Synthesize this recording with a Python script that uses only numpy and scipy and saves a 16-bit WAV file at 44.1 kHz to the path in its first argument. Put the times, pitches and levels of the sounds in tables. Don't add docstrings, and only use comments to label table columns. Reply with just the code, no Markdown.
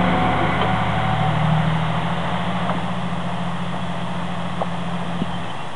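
import sys
import numpy as np
from scipy import signal
from scipy.fft import rfft, irfft, next_fast_len
from scipy.io import wavfile

SR = 44100
rng = np.random.default_rng(int(sys.argv[2]) if len(sys.argv) > 2 else 0)


def to_wav(sig):
    pcm = np.clip(np.atleast_2d(sig), -1, 1) * 32767
    pcm = np.round(pcm).astype(np.int16)
    wavfile.write(sys.argv[1], SR, pcm.T)


N = 253575
TIME = np.arange(N) / SR

# t/s, speed/rpm
ENGINE_SPEED = [(0, 1438), (1.34, 1537), (2.44, 1674.7), (3.45, 1711.8), (5.75, 1730.5)]
# order, base level/dB, loss per distance doubling/dB, screening/dB
STRONG_HARMONICS = [(6, -27, 6.5, 3.5), (9, -29, 3.5, 5), (12, -43.5, 1.3, 11), (13, -43.5, 5, 16),
                    (14, -49.5, 3, 7), (15, -42.5, 3, 3.5)]
# order, level/dB
WEAK_HARMONICS = [(5, -51), (7, -58), (8, -64.5), (10, -47), (11, -76), (16, -68.5)]
# f/Hz, bandwidth/Hz, gain/dB
SILENCER_BANDS = [(114.2, 14, 7), (156.26, 14.15, 23), (181.4, 28.9, 21), (181.7, 7.5, 5), (219, 6, -18)]
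# f/Hz, relative level/dB
PUFFING_SPECTRUM = [(110, -36), (145, -3), (178, 6), (200, -6), (240, -28)]
GRUMBLE_SPECTRUM = [(55, -31), (85, -9.5), (115, 0.5), (150, -13.5), (220, -29)]
# starting f/Hz, share of the engine's rise, level/dB, hold/s, fade/(dB/s), flutter/dB, relative wobble
MACHINE_TONES = [(734, .54, -27.5, .95, 13, 3, .003), (256, 0.24, -30.5, 0.25, 23, 1, 0.0012),
                 (515, .4, -33, 0.23, 31, 1.5, .004)]
# f/Hz, relative level/dB
RUMBLE_SPECTRUM = [(25, -13), (55, -16.5), (90, -8.5), (130, -2), (175, -0.5), (230, 0), (340, -2.5),
                   (450, -3.5), (600, -5.5), (900, -39)]
ROAR_SPECTRUM = [(300, -33), (490, -12), (555, -0.5), (620, -3.5), (690, 7), (740, 0.5), (850, 2.5),
                 (980, -0.5), (1120, 0.5), (1280, -3.5), (1450, -11), (1750, -13.5), (2400, -64)]
CLATTER_SPECTRUM = [(1000, -37), (1450, 1), (1680, -1.5), (1850, 3), (2020, 1.5), (2180, -0.5),
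                    (2380, -11.5), (3000, -22)]
HISS_SPECTRUM = [(1900, -43), (2400, -1.5), (2600, -1), (2950, 0.5), (3250, 3.5), (3600, 0), (4000, -0.5),
                 (4400, -4.5), (5000, -18)]
# f/Hz, bandwidth/Hz, relative level/dB
WHEEL_RESONANCES = [(322, 26, -3), (962, 73, 1), (1108, 150, 2.5), (1437, 150, 2.5), (2028, 82, -2),
                    (2200, 250, -1)]
# t/s, level before filtering/dB, f/Hz, rattle decay time/s
JOINT_IMPACTS = [(.405, -21, 340, .07), (.614, -12.5, 1000, .014), (.615, -19.5, 3100, .022),
                 (.622, -18, 420, .025), (.643, -17, 700, .008), (2.694, -12, 1200, .006),
                 (2.704, -17, 620, .02), (2.747, -24, 260, .035), (3.743, -16.5, 700, .004)]
# t/s, peak level/dB, f/Hz, rise time/s
KNOCK_PULSES = [(4.607, -19, 1110, .004), (4.615, -9, 620, 0.0028), (4.6225, -13.5, 816, 0.00436),
                (5.2133, -10, 193, 0.007), (5.2165, -19, 400, 0.0031)]
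# t/s, duration/s, starting f/Hz, final f/Hz, peak level/dB
BIRD_NOTES = [(5.209, 0.036, 2970, 2840, -37), (5.32, 0.06, 3190, 3050, -33), (5.42, .05, 2730, 2530, -39),
              (5.488, 0.03, 3150, 2980, -33.5), (5.567, .09, 2760, 2720, -40.5)]
# f/Hz, relative level/dB
MIC_HISS_SPECTRUM = [(20, -5), (4500, 0), (7000, -1), (10300, -1.5), (11000, -13)]

START_DISTANCE_M, SPEED_M_PER_S = 14, 15.4
SCREEN_CLEARS_S = 0.94
OFF_DECK_S, OFF_DECK_TAKES_S, DECK_BOOM_DB = 0.66, 0.18, 5
PAST_TREES_S, PAST_TREES_TAKES_S = 2.82, 0.26
EASE_S, EASE_TAKES_S = 5.47, 0.14
DRONE_EASE_DB, PUFFING_EASE_DB, RUNNING_EASE_DB_PER_S = 32, 4, 7
GRUMBLE_STEADY_DB, GRUMBLE_SWELL_DB, GRUMBLE_WIDTH_S = -53.5, -41.5, .22
DIP_S, DIP_WIDTH_S, DIP_DB, DIP_ABOVE_ORDER = 0.38, 0.19, 13, 13.5
NOTCH_SPACING_HZ, NOTCH_SLIDE_HZ, ECHO_DB = 918, 66, -18.5


def exhaust(cycles, cycle_hz, waver_db, weak_waver_db):
    angle = 2 * np.pi * cycles
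    eased = transition(EASE_S, EASE_TAKES_S)
    screened = np.maximum(1 - TIME / SCREEN_CLEARS_S, 0)
    dip_db = DIP_DB * np.exp(-((TIME - DIP_S) / DIP_WIDTH_S) ** 2)
    harmonics = []
    for order, db, loss_db, screen_db in STRONG_HARMONICS:
        level_db = receding(db, loss_db) + silencer_db(order * cycle_hz)
        level_db -= screen_db * screened + dip_db * (order > DIP_ABOVE_ORDER)
        harmonics.append(from_db(level_db + waver_db * drift(7.4)) * np.cos(order * angle))
    drone = from_db(-DRONE_EASE_DB * eased) * (sum(harmonics[1:]) - harmonics[0])
    weak = np.zeros(N)
    for order, db in WEAK_HARMONICS:
        gain = from_db(db + weak_waver_db * drift(3.1))
        weak += gain * np.cos(order * angle + 2 * np.pi * rng.random())
    puffing = from_db(receding(db=-31.5, loss_db=3.5)) * coloured(white(), PUFFING_SPECTRUM)
    swell = np.exp(-((TIME - EASE_S) / GRUMBLE_WIDTH_S) ** 2)
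    grumble_gain = from_db(GRUMBLE_STEADY_DB) + from_db(GRUMBLE_SWELL_DB) * swell
    grumble = grumble_gain * coloured(white(), GRUMBLE_SPECTRUM)
    return drone + from_db(-PUFFING_EASE_DB * eased ** 2) * (weak + puffing) + grumble


def silencer_db(hz):
    return sum(db / (1 + (2 * (hz - centre) / width) ** 2) for centre, width, db in SILENCER_BANDS)


def whine(rpm):
    out = np.zeros(N)
    for start_hz, share, db, hold_s, fade_db_per_s, flutter_db, wobble in MACHINE_TONES:
        hz = start_hz * (1 + share * (rpm / rpm[0] - 1))
        turns = np.cumsum(hz * (1 + wobble * drift(10.6))) / SR
        level_db = db - fade_db_per_s * since(hold_s) + flutter_db * drift(5.9)
        out += from_db(level_db) * np.sqrt(2) * np.sin(2 * np.pi * turns)
    return out


def running_noise(cycles):
    on_deck = 1 - transition(OFF_DECK_S, OFF_DECK_TAKES_S)
    rumble_db = receding(db=-32.5, loss_db=1.19, trees_db=2.06) + DECK_BOOM_DB * on_deck + drift(9.3)
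    rumble = coloured(machine_noise(cycles, repeat=0.28, pulsing=0.069), RUMBLE_SPECTRUM)
    roar_db = receding(db=-24.5, loss_db=1.48, trees_db=3) + 0.68 * drift(14)
    roar = coloured(machine_noise(cycles, repeat=0.3, pulsing=0.082), ROAR_SPECTRUM)
    clatter_db = receding(db=-33, loss_db=1.6, trees_db=4) + 0.12 * drift(10)
    clatter = coloured(machine_noise(cycles, repeat=.15, pulsing=0.06), CLATTER_SPECTRUM)
    hiss_db = receding(db=-34, loss_db=0.91, trees_db=3)
    hiss = coloured(white(), HISS_SPECTRUM)
    low = from_db(rumble_db) * rumble + from_db(roar_db) * roar
    treble = from_db(clatter_db) * clatter + from_db(hiss_db) * hiss
    return from_db(-RUNNING_EASE_DB_PER_S * since(EASE_S)) * (low + track_echo(treble))


def machine_noise(cycles, repeat, pulsing):
    pattern = rng.standard_normal(1024)
    periodic = np.interp(cycles % 1 * len(pattern), np.arange(len(pattern)), pattern)
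    periodic *= np.sqrt(len(pattern) * cycles[-1] / N)
    noise = np.sqrt(repeat) * periodic + np.sqrt(1 - repeat) * white()
    return noise * (1 + pulsing * np.cos(2 * np.pi * 6 * cycles))


def track_echo(x):
    lag_s = 1 / (NOTCH_SPACING_HZ - NOTCH_SLIDE_HZ * doublings())
    return x - from_db(ECHO_DB) * np.interp(TIME - lag_s, TIME, x)


def wheel_ring(level_db, hold_s, fade_db_per_s):
    modes = np.zeros(N)
    for hz, width, db in WHEEL_RESONANCES:
        modes += from_db(db) * rms_one(band_pass(white(), hz - width / 2, hz + width / 2))
    return from_db(level_db - fade_db_per_s * since(hold_s)) * rms_one(modes)


def clacks(rattle):
    out = np.zeros(N)
    for start_s, db, hz, decay_s in JOINT_IMPACTS:
        age = since(start_s)
        envelope = (age > 0) * np.exp(-np.minimum(age / decay_s, 40))
        ring = envelope ** 2 * np.sin(2 * np.pi * hz * age)
        shake = rattle * np.sqrt(SR / hz) * white() * envelope
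        out += from_db(db) * band_pass(ring + shake, hz * .5, hz * 1.5)
    return out


def knocks(sharpness=6):
    out = np.zeros(N)
    for start_s, db, hz, rise_s in KNOCK_PULSES:
        rises = np.clip((TIME - start_s) / rise_s, 0, 10)
        envelope = (rises * np.exp(1 - rises)) ** sharpness
        out += from_db(db) * envelope * np.cos(2 * np.pi * hz * rise_s * (rises - 1))
    return out


def bird():
    out = np.zeros(N)
    for start_s, length_s, start_hz, end_hz, db in BIRD_NOTES:
        progress = np.clip((TIME - start_s) / length_s, 0, 1)
        turns = np.cumsum(start_hz + (end_hz - start_hz) * progress) / SR
        out += from_db(db) * np.sin(np.pi * progress) * np.sin(2 * np.pi * turns)
    return out


def receding(db, loss_db, trees_db=0):
    return db - loss_db * doublings() - trees_db * transition(PAST_TREES_S, PAST_TREES_TAKES_S)


def doublings():
    return np.log2(1 + SPEED_M_PER_S * TIME / START_DISTANCE_M)


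def transition(at_s, takes_s):
    return .5 + .5 * np.tanh(2 * (TIME - at_s) / takes_s)


def since(start_s):
    return np.maximum(TIME - start_s, 0)


def drift(rate_hz):
    hop, settle = 40, 2000
    pole = np.exp(-2 * np.pi * rate_hz * hop / SR)
    noise = rng.standard_normal(N // hop + settle + 2)
    slow = signal.lfilter([1], [1, -2 * pole, pole * pole], noise)[settle:]
    return np.interp(np.arange(N) / hop, np.arange(len(slow)), rms_one(slow))


def coloured(x, spectrum):
    hz, db = np.transpose(spectrum)
    size = next_fast_len(N)
    bin_hz = np.maximum(np.fft.rfftfreq(size, 1 / SR), 1)
    gain = from_db(np.interp(np.log(bin_hz), np.log(hz), db, left=-np.inf, right=-np.inf))
    return rms_one(irfft(rfft(x, size) * gain, size)[:N])


def band_pass(x, low_hz, high_hz):
    return signal.sosfilt(signal.butter(2, [low_hz, high_hz], "band", fs=SR, output="sos"), x)


def white():
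    return rng.standard_normal(N)


def from_db(db):
    return 10 ** (np.asarray(db) / 20)


def rms_one(x):
    return x / np.sqrt(np.mean(x ** 2) + 1e-20)


def scene():
    rpm = np.interp(TIME, *np.transpose(ENGINE_SPEED))
    cycle_hz = rpm / (2 * 60)
    cycles = np.cumsum(cycle_hz) / SR
    engine = exhaust(cycles, cycle_hz, waver_db=0.86, weak_waver_db=5.5) + whine(rpm)
    wheels = wheel_ring(level_db=-28, hold_s=0.52, fade_db_per_s=10) + clacks(rattle=0.29)
    return (engine + wheels + running_noise(cycles) + knocks() + bird())[None]


def record(dry):
    mic_top_hz, cutoff_hz, hiss_db, offset = 3570, 10900, -51.5, -.048
    dull = signal.sosfilt(signal.butter(10, mic_top_hz, fs=SR, output="sos"), dry)
    hiss = from_db(hiss_db) * coloured(white(), MIC_HISS_SPECTRUM)
    top_cut = signal.ellip(10, .1, 90, cutoff_hz, fs=SR, output="sos")
    return signal.sosfilt(top_cut, dull + hiss) + offset


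dry = scene()
out = record(dry)
to_wav(out)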